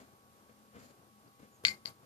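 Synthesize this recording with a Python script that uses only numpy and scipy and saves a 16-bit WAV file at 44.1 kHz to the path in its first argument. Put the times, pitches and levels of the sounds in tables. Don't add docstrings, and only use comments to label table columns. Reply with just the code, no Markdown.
import sys
import numpy as np
from scipy import signal
from scipy.fft import rfft, irfft
from scipy.io import wavfile
from scipy.ndimage import uniform_filter1d

SR = 44100
rng = np.random.default_rng(int(sys.argv[2]) if len(sys.argv) > 2 else 0)


def how_loud(loudness_db):
    steps = np.asarray(loudness_db, float) / 20
    return 10 ** steps


def unload_wav(signal):
    wavfile.write(
        sys.argv[1],
        SR,
        np.round(np.clip(np.atleast_2d(signal).T, -1, 1) * 32767).astype(np.int16),
    )


N = 90493


def unit(x):
    return x / np.sqrt(np.mean(x ** 2))


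def band(x, hz, width):
    return signal.lfilter(*signal.iirpeak(hz, hz / max(width, 1), fs=SR), x)


def ring(x, hz, t60):
    pole = np.exp(2j * np.pi * hz / SR - np.log(1000) / (t60 * SR))
    return signal.lfilter([1], [1, -pole], x).imag


def walk(rate):
    hold = int(SR / rate)
    steps = np.repeat(rng.standard_normal(N // hold + 1), hold)
    return uniform_filter1d(uniform_filter1d(steps, hold), hold)[:N]


def colour(points, channels):
    hz, db = np.array(points, float).T
    f = np.maximum(np.arange(N // 2 + 1) * SR / N, 1)
    gain = how_loud(np.interp(np.log(f), np.log(hz), db, -80, -80))
    return unit(irfft(rfft(rng.standard_normal((channels, N))) * gain, N))


def ports(both, lag=14):
    return np.array([both[0], np.roll(both[1], lag)])


def gate(t):
    # opening in seconds, hold in seconds, closing time in seconds, lift in dB
    openings = [
        (1.637, 0.073, 0.051, 12.5),
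        (1.853, 0.037, 0.027, 12.5),
    ]
    lift = 0
    for s, hold, close, db in openings:
        closing = np.exp(-(np.maximum(t - s - hold, 0) / close) ** 2)
        lift = lift + db * (t > s) * closing
    return how_loud(lift)


def steel(push, modes):
    out = 0
    for k, (hz, t60, left, right) in enumerate(modes):
        mode = band(ring(push, hz, t60), hz, hz * 0.33)
        out = out + (-1) ** k * how_loud([[left], [right]]) * mode
    return out


def contacts(t):
    contact_s = [1.6503, 1.6558, 1.6573, 1.6622, 1.6642, 1.6660, 1.6711, 1.6756, 1.6822, 1.6870, 1.6895,
                 1.8522, 1.8535, 1.8566, 1.8610, 1.8656, 1.8677, 1.8746, 1.8770, 1.8848, 1.278]
    # left level in dB, right level in dB, weight of the shell in dB, pitch of the pin in Hz
    strengths = [(-13, -26, 3, 4390), (-18, -38, -1, 4280), (-22, -38, -9, 4400), (-29, -44, 0, 3900),
                 (-29, -42, 3, 4500), (-39.5, -46, 15, 4500), (-25, -37, 0, 4500), (-31, -43, 2.5, 4390),
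                 (-21.5, -44, 3, 4500), (-27.5, -46, -4, 4770), (-30, -46, 7, 4500), (-44, -65, -1, 4700),
                 (-52, -62, -7, 4400), (-24, -46, -25, 4560), (-49, -58, -6, 4600), (-41, -56, -17, 4500),
                 (-42, -61, -11, 4650), (-39, -60, -10, 4650), (-36, -62, -10, 4500), (-44, -63, -4, 4630),
                 (-60.5, -75, -9, 4650)]
    rise_s, t60_s = 0.00052, 0.0061
    pin, shell = np.zeros((2, 2, N))
    u = t[:1500]
    swell = (1 - np.exp(-u / rise_s)) * how_loud(-60 * (u / t60_s) ** 2)
    for s, (left, right, shell_db, hz) in zip(contact_s, strengths):
        i = int(s * SR)
        tone = np.sin(2 * np.pi * hz * u) + how_loud(-18.5) * np.sin(2 * np.pi * hz * 1.05 * u)
        pin[:, i:i + len(u)] += 2 * how_loud([[left], [right]]) * swell * tone
        shell[:, i] += how_loud(left + shell_db)
    return pin, shell


def cracks():
    snap_s = [
        1.6503,
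        1.8566,
        1.6822,
        1.6558,
    ]
    # left level in dB, right level in dB
    snap_db = [(-11, -18.5), (-34, -38), (-28.5, -38), (-32, -47)]
    # mode in Hz, t60 in seconds, left level in dB, right level in dB
    crack_modes = [(1336, 0.0074, -24, -21), (2083, 0.013, -5.5, -12), (2600, 0.0068, -6.5, -14.5),
                   (3190, 0.0065, -4, -7), (3850, 0.006, -6.5, -2), (4500, 0.0035, -5, -6.5),
                   (6110, 0.0053, -30, -4), (10950, 0.01, -32.5, -30), (13500, 0.0057, -35, -28)]
    snap = np.zeros((2, N))
    for s, levels in zip(snap_s, snap_db):
        snap[:, int(s * SR)] += how_loud(levels)
    return 2 * steel(snap, crack_modes)


def tails(t):
    # start in seconds, level in dB, t60 in seconds, weight of the low shell ring in dB
    tail_rows = [
        (1.653, -34, 0.26, 5.5),
        (1.854, -46.5, 0.24, -8),
    ]
    rise_s, chatter_db = 0.005, 4.5
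    noise = rng.standard_normal((2, N)) * how_loud(chatter_db * np.array([walk(280), walk(250)]))
    wide, shell = np.zeros((2, 2, N))
    for s, db, t60, shell_db in tail_rows:
        u = np.maximum(t - s, 0)
        tail = noise * gate(t) * (1 - np.exp(-u / rise_s)) * how_loud(db - 60 * u / t60)
        shell += tail * how_loud(shell_db) / 20
        wide += tail
    return wide, shell


def clicks(t):
    # mode in Hz, t60 in seconds, left level in dB, right level in dB
    shell_modes = [(2083, 0.097, -14, -23), (2130, 0.068, -17, -22), (2450, 0.018, -15.5, -24.5),
                   (2090, .016, -11.5, -8.5), (7080, 0.01, -25, -13), (1597, .01, -18.5, -39.5)]
    pin, shell = contacts(t)
    wide, shaken = tails(t)
    pin_tail = how_loud([[2.5], [-26]]) * band(band(wide, 4500, 600), 4500, 1200)
    wide_tail = how_loud(-13) * band(band(wide, 3500, 6000), 3500, 9000)
    return ports(pin + pin_tail + steel(shell + shaken, shell_modes) + cracks() + wide_tail, lag=9)


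def rubs(t):
    # peak in seconds, rise in seconds, fall in seconds, thud level in dB, hiss level in dB
    moves = [(.0, .01, 0.038, -53, -67), (.497, 0.0077, .02, -59.5, -88),
             (0.767, 0.028, 0.034, -52.5, -75.5), (0.836, 0.042, 0.057, -60.5, -65.5),
             (0.909, .01, 0.0093, -66, -81), (1.28, 0.031, 0.011, -65.5, -102),
             (1.402, 0.012, 0.018, -59.5, -76), (1.437, 0.016, 0.044, -59.5, -76),
             (1.6386, 0.0013, .005, -56.5, -70), (1.665, 0.011, 0.049, -58, -86),
             (1.861, 0.0054, .02, -66, -74.5), (2.041, 0.016, 0.025, -63.5, -76)]
    # thud resonance in Hz, width in Hz, level in dB
    thud_bands = [(131, 110, 6), (223.5, 73, 10), (479, 286, 5), (974, 890, -4.5)]
    # hiss resonance in Hz, width in Hz, level in dB
    hiss_bands = [(2300, 890, -1.5), (4500, 1500, 1), (6720, 610, 2.5), (11730, 5000, -12)]
    thud_env, hiss_env = np.zeros((2, N))
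    for s, rise, fall, thud_db, hiss_db in moves:
        shape = np.exp(-np.where(t < s, ((s - t) / rise) ** 2, (t - s) / fall))
        thud_env += how_loud(thud_db) * shape
        hiss_env += how_loud(hiss_db) * shape
    shared = rng.standard_normal(N)
    grain = (shared + 0.5 * rng.standard_normal((2, N))) * how_loud(1.1 * walk(150))
    thud = unit(sum(how_loud(db) * band(band(grain, hz, w), hz, 2 * w) for hz, w, db in thud_bands))
    dry_noise = rng.standard_normal((2, N)) * how_loud(2.5 * walk(90))
    hiss = unit(sum(how_loud(db) * band(dry_noise, hz, w) for hz, w, db in hiss_bands))
    return ports(thud * thud_env * how_loud([[2.5], [-2]])) + hiss * hiss_env * how_loud([[1.5], [2.5]])


def squeak(t):
    # pitch in Hz, peak in seconds, half length in seconds, level in dB
    tones = [
        (6900, 1.545, .03, -71),
        (6450, 1.56, .035, -76),
        (7550, 1.57, .05, -77),
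    ]
    out = np.zeros(N)
    for hz, s, half, db in tones:
        swell = np.exp(-((t - s) / half) ** 2)
        out += how_loud(db + 3 * walk(54)) * swell * np.sin(2 * np.pi * hz * t)
    return ports(np.array([out, out]))


def knocks():
    knock_s = [
        1.6388,
        1.4295,
        1.4015,
        .7655,
        .0195,
    ]
    # mode in Hz, t60 in seconds, level in dB
    knock_modes = [(460, 0.021, -41.5), (217, 0.049, -48.5), (305, 0.024, -54), (480, .04, -48),
                   (280, 0.048, -54)]
    out = np.zeros(N)
    for s, (hz, t60, db) in zip(knock_s, knock_modes):
        tap = np.zeros(N)
        tap[int(s * SR)] = how_loud(db)
        out += band(ring(tap, hz, t60), hz, 2 * hz)
    return ports(out * how_loud([[2], [-2]]))


def appliances(t):
    # line in Hz, width in Hz, level in dB
    hum_lines = [(91.2, 14, -81), (120.9, 9.7, -78.5), (212.4, 13.3, -73.5), (9960, 120, -84.5),
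                 (13300, 300, -81)]
    # motor tone in Hz, level in dB
    whine_tones = [(797, -74.5), (1116, -68)]
    hum, whine = 0, 0
    for hz, w, db in hum_lines:
        noise = rng.standard_normal(N) + 0.34 * rng.standard_normal((2, N))
        hum = hum + how_loud(db) * unit(band(band(noise, hz, w), hz, w))
    for hz, db in whine_tones:
        whine = whine + how_loud(db + walk(6.2)) * np.sin(2 * np.pi * hz * t)
    return hum, whine


def room_air():
    # frequency in Hz, density in dB per Hz
    air_spectrum = [(18, -62), (30, -26), (80, -10.5), (178, -5.5), (210, -6.5), (534, -9.5), (580, -11.5),
                    (1150, -16), (1600, -18.5), (2080, -64), (3520, -120)]
    shared, *own = colour(air_spectrum, channels=3)
    own = np.array(own)
    apart = signal.lfilter(*signal.butter(1, 900, "high", fs=SR), own) + 0.64 * band(own, 45.3, 60)
    swell_db, flicker_db = 0.7 * walk(2.1), 2 * walk(18)
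    return (shared + 1.3 * apart) * how_loud(-70 + swell_db + flicker_db)


def port_hiss():
    # frequency in Hz, density in dB per Hz
    hiss_spectrum = [(760, -31), (1300, -0.5), (1340, -12.5), (1550, -5), (3040, -6.5), (13300, -10.5),
                     (15000, -28)]
    return colour(hiss_spectrum, channels=2) * how_loud(-70.5 + 0.64 * walk(9.5))


def room(t):
    hum, whine = appliances(t)
    air = room_air() + hum
    air = air + 0.53 * band(air, 312, 600) * [[1], [-0.3]]
    return ports(air + whine) + port_hiss()


def scene():
    t = np.arange(N) / SR
    return clicks(t) + rubs(t) + squeak(t) + knocks() + room(t) * gate(t)


def low_pass(x):
    return signal.sosfilt(signal.butter(12, 15730, fs=SR, output="sos"), x)


def record(dry):
    cut = signal.sosfilt(signal.ellip(8, 0.3, 60, 14600, fs=SR, output="sos"), dry)
    return low_pass(cut)


dry = scene()
out = record(dry)
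unload_wav(out)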